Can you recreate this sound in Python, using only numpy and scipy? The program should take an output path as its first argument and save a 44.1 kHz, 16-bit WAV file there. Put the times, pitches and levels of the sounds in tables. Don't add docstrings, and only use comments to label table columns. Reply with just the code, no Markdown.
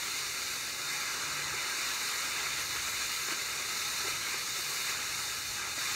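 import sys
import numpy as np
from scipy import signal
from scipy.fft import rfft, irfft, next_fast_len
from scipy.io import wavfile
from scipy.ndimage import uniform_filter1d

SR = 44100
rng = np.random.default_rng(int(sys.argv[2]) if len(sys.argv) > 2 else 0)


def store_pcm(level_fs):
    pcm = np.round(np.clip(level_fs, -1, 1) * 32767).astype(np.int16)
    wavfile.write(sys.argv[1], SR, np.atleast_2d(pcm).T)


def nominal_scale(level):
    x = np.asarray(level, float) / 20
    return 10 ** x


N = 262393
SIZE = next_fast_len(N)
HZ = np.maximum(np.fft.rfftfreq(SIZE, 1 / SR), 1)


def colour(x, db):
    return irfft(rfft(x, SIZE) * nominal_scale(db), SIZE)[:N]


def shape(table):
    hz, db = np.transpose(table)
    return np.interp(np.log(HZ), np.log(hz), db, left=-90, right=-90)


def unit(x):
    return x / np.sqrt(np.mean(x ** 2))


def walk(rate):
    hold = int(SR / rate)
    steps = np.repeat(rng.standard_normal(N // hold + 1), hold)
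    slewed = uniform_filter1d(uniform_filter1d(steps, hold), hold)
    return unit(slewed[:N])


def curves(table):
    s, *columns = np.transpose(table)
    return (np.interp(np.arange(N) / SR, s, column) for column in columns)


def bumps(table, lead=0):
    t = np.arange(N) / SR
    return sum(db * np.exp(-.5 * ((t - s + lead * length) / (length / 2)) ** 2) for s, db, length in table)


def turbulence(table, shared_db, flicker_db, flicker_rate, count=4):
    place, out = count * np.log2(HZ), 0
    spectrum = rfft(rng.standard_normal(SIZE)) * nominal_scale(shape(table))
    lowest, highest = count * np.log2(table[0][0]), count * np.log2(table[-1][0])
    for mid in np.arange(np.floor(lowest), highest + 1):
        window = np.cos(np.pi / 2 * np.clip(place - mid, -1, 1)) ** 2
        band = irfft(spectrum * window, SIZE)[:N]
        out = out + band * nominal_scale(shared_db + flicker_db * walk(flicker_rate))
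    return unit(out)


# (frequency [Hz], level per Hz [dB])
FLAME_COLOUR = [(150, -7.5), (250, -2.5), (400, 1), (560, -1.5), (800, -3), (1100, -10.5), (2000, -30)]
ROAR_COLOUR = [(600, -25), (950, -6.5), (1300, 0), (1700, -1.5), (2000, -8), (2600, -39)]
RUSH_COLOUR = [(1300, -48), (1700, -13), (2050, 0.5), (2600, -2), (3300, -8.5), (4500, -44)]
HISS_COLOUR = [(2500, -10.5), (3400, -6), (3800, -1.5), (4600, -0.5), (5200, -5), (6700, -1.5),
               (7500, -7.5), (9500, -17)]
TOP_COLOUR = [(6500, -9), (8000, -2.5), (9000, -1), (10300, -8.5), (11200, -3.5), (12100, -6.5),
              (13500, -6.5), (16000, -10.5)]
# (base level [dB], jet strength [dB per dB], clogging [dB per dB], surge [dB per dB])
FLAME_RESPONSE = (-53, 0.34, 0.56, 0.23)
ROAR_RESPONSE = (-44, 1.13, 1, 0.91)
RUSH_RESPONSE = (-43, 1.04, 0.46, 1)
HISS_RESPONSE = (-38.5, 1, 0.04, 0.33)
TOP_RESPONSE = (-46, 0.98, 0, 0.2)
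# (time [s], oxygen jet strength [dB], melt clogging the slot, as extra roar [dB])
HAND = [(0, -0.5, -1), (.5, 0, -1.5), (.76, -2, -1), (.9, 0, 0.5), (1.1, -0.4, 2), (1.35, -1.2, 3),
        (1.55, -0.8, 2.5), (1.75, 0.5, 2.1), (2.1, 1.5, -0.5), (2.45, 0, 2.5), (2.67, -0.5, -1.5),
        (2.9, 1.1, -1), (3.2, 1, -2.5), (3.38, -0.8, 0.7), (3.62, -0.1, 0.3), (3.75, 0.8, -2),
        (3.95, 1, -1.5), (4.18, 0.5, 0), (4.45, 0, -1), (4.6, 1, -3.5), (4.85, 1.5, -1.5), (4.98, -1, .6),
        (5.2, 0.7, -1.5), (5.4, -1, -2), (5.52, -1, -2.5), (5.65, -2, 3.5), (5.75, -2, -1.5),
        (5.8, 2, -0.2), (5.95, 2, 0.5)]
# (time [s], surge [dB], length [s])
JET_SURGES = [(.065, 2.5, 0.047), (.92, 1, 0.045), (1.85, -0.5, 0.036), (2.6, 3, .04), (2.77, 3, 0.1),
              (2.88, 3.5, 0.026), (3.0, 3, .05), (3.31, 5, 0.051), (4.01, 3, 0.017), (4.09, 3.5, 0.04),
              (4.32, 2, .08), (4.89, 4, .05)]


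def torch():
    jet_db, clog_db = curves(HAND)
    choke_share, choke_lead = 0.3, 0.78
    surge_db = bumps(JET_SURGES) - choke_share * bumps(JET_SURGES, lead=choke_lead)

    sputter, flutter = walk(35), walk(90)
    roar = turbulence(ROAR_COLOUR, 0.24 * sputter + 0.34 * flutter, 1.8, 28, count=8)
    rush = turbulence(RUSH_COLOUR, 0.23 * sputter + 0.5 * flutter, 2.0, 28, count=10)
    hiss = turbulence(HISS_COLOUR, 0.16 * sputter + 0.3 * flutter, 0.99, 27.96, count=10)
    top = turbulence(TOP_COLOUR, 0.3 * sputter + 0.27 * flutter, 0.75, 27.96, count=8)
    flame = turbulence(FLAME_COLOUR, 0.21 * sputter + 0.47 * flutter, 0.85, 24.99)

    thinnest_hz, db_per_clog, db_per_jet = 13000, -0.47, -0.1
    thinnest = colour(top, np.clip(12 * np.log2(HZ / thinnest_hz), -60, 0))
    top = top + (nominal_scale(db_per_clog * clog_db + db_per_jet * jet_db) - 1) * thinnest

    regions = [(roar, ROAR_RESPONSE), (rush, RUSH_RESPONSE), (hiss, HISS_RESPONSE),
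               (top, TOP_RESPONSE), (flame, FLAME_RESPONSE)]
    mix = 0
    for noise, (base_db, jet, clog, surge) in regions:
        mix = mix + noise * nominal_scale(base_db + jet * jet_db + clog * clog_db + surge * surge_db)
    return mix


# (frequency [Hz], level per Hz [dB])
TRAFFIC_COLOUR = [(25, -28), (40, -8), (55, -1), (130, -0.5), (180, -11), (400, -26), (1000, -23)]
# (time [s], rise [dB], length [s])
HUM_RISES = [(.2, 11.5, .15), (.55, 5, .2), (2.2, 3, 0.18), (.9, 12, 0.18), (1.36, 13.5, .3),
             (2.53, 11.5, 0.19), (3.0, 6, .2), (3.23, 8, .08), (3.53, 9, 0.082), (4.12, 8.5, 0.28),
             (4.39, 9, 0.077), (4.68, 10, .3), (5.2, 4, 0.087), (5.48, 10, 0.13), (5.86, 8, .2)]
# (time [s], level [dB])
LOW_HUM_FADE = [(0, -84), (4.6, -80), (5.0, -70), (5.95, -66)]


def yard():
    traffic_db, growth_db_per_s, wander_db = -62, 0.6, 2
    rumble_db = traffic_db + growth_db_per_s * np.arange(N) / SR + wander_db * walk(4.94)
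    rumble = turbulence(TRAFFIC_COLOUR, 0, 0.5, 6)

    hum_hz, low_hum_hz = 139.8, 99.7
    hum_db = -72 + bumps(HUM_RISES) + 1.2 * walk(8)
    hum = np.sqrt(2) * np.sin(2 * np.pi * np.cumsum(hum_hz + 2.46 * walk(7)) / SR)
    low_hum = np.sqrt(2) * np.sin(2 * np.pi * np.cumsum(low_hum_hz + 1.6 * walk(4.3)) / SR)
    low_hum_db, = curves(LOW_HUM_FADE)
    return nominal_scale(rumble_db) * rumble + nominal_scale(hum_db) * hum + nominal_scale(low_hum_db) * low_hum


# (time [s], level [dB], length [s], gas pocket pitch [Hz], overtone against the pocket tone [dB])
SLAG_PUFFS = [(1.543, -40, 0.0071, 400, -16), (2.439, -46, .008, 400, -6), (2.722, -44, 0.0044, 380, -4),
              (2.759, -43.5, .006, 480, 3), (3.287, -42, 0.0071, 380, -8), (3.323, -40.5, 0.014, 330, -6),
              (4.054, -41, 0.013, 390, -10), (4.072, -42, .008, 380, -12), (4.083, -34, 0.0062, 427, -8),
              (4.345, -38.5, 0.0053, 427, -1), (4.596, -47, 0.021, 356, -3), (4.877, -46, 0.0048, 450, -1),
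              (4.898, -46, 0.0049, 424, -4), (5.676, -53, .008, 420, 7), (5.781, -41, .007, 326, -1)]


def slag(overtone=2.02, spit_db=-4, spit_tilt_db=-3.0):
    t, out = np.arange(N) / SR, 0
    octaves = np.log2(HZ / 450)
    tilt_db = np.where(octaves > 0, spit_tilt_db, 18) * octaves
    spit = nominal_scale(spit_db) * unit(colour(rng.standard_normal(N), tilt_db))
    phases = rng.uniform(0, 2 * np.pi, (len(SLAG_PUFFS), 2))
    for (s, db, length, hz, upper_db), phase in zip(SLAG_PUFFS, phases):
        swell = np.exp(-.5 * ((t - s) / (length / 2.75)) ** 2)
        turn = 2 * np.pi * hz * (t - s)
        ring = np.sin(turn + phase[0]) + nominal_scale(upper_db) * np.sin(overtone * turn + phase[1])
        out = out + nominal_scale(db) * swell * (ring + spit)
    return out


# (frequency [Hz], width [Hz], gain [dB])
REFLECTIONS = [(692, 136, -2), (836, 22, 5.5), (875, 24, -0.5), (1020, 21, -4), (1326, 66, 3.5),
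               (1484, 89, -4), (1600, 135, 3), (1794, 54, -2), (1130, 46, -1.5), (2060, 200, 2),
               (2270, 56, 2), (2426, 89, 4), (2684, 74, -6), (2570, 60, 1.5), (3150, 56, 4),
               (3219, 244, -14), (3674, 66, 7), (3640, 90, 1.5), (4120, 32, 7), (4260, 60, 2.5),
               (4420, 69, 1.5), (4880, 96, -4), (5000, 94, -4), (5580, 150, 1.5), (6370, 120, 1),
               (6600, 150, 0), (7120, 120, 3), (7750, 140, -4.5), (7900, 120, 2.5), (8130, 93, -6),
               (8700, 130, 1.5)]


def surroundings(x, scatter_db, drift, first_s=0.0028, t60_s=0.048):
    ends = []
    for shift in (1 + drift, 1 - drift):
        path_db = sum(db * np.exp(-.5 * ((HZ * shift - hz) / (width / 2)) ** 2)
                      for hz, width, db in REFLECTIONS)
        ends.append(colour(x, path_db))
    low, high = ends
    place = .5 + .5 * np.tanh(walk(3.67))

    t = np.arange(SR // 5) / SR
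    echoes = rng.standard_normal(len(t)) * (t > first_s) * nominal_scale(-60 * t / t60_s)
    echoes *= nominal_scale(scatter_db) / np.sqrt(np.sum(echoes ** 2))
    echoes[0] = 1
    return signal.fftconvolve(place * high + (1 - place) * low, echoes)[:N]


def hollow(x, hz=3220, width=330, waver_db=2.3, rate=40):
    share = np.exp(-.5 * ((HZ - hz) / (width / 2)) ** 2)
    band = irfft(rfft(x, SIZE) * share, SIZE)[:N]
    return x + (nominal_scale(waver_db * walk(rate)) - 1) * band


def scene():
    near = surroundings(torch() + slag(), scatter_db=-18, drift=.004)
    return np.tile(hollow(near) + yard(), (2, 1))


def band_limit(x):
    return signal.sosfilt(signal.butter(12, 16820, fs=SR, output="sos"), x)


def record(dry):
    band_edge_hz = 15730
    cut_db = np.clip((band_edge_hz - HZ) / 2, -90, 0)
    mix = np.array([colour(x, cut_db) for x in dry])
    return band_limit(mix)


dry = scene()
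out = record(dry)
store_pcm(out)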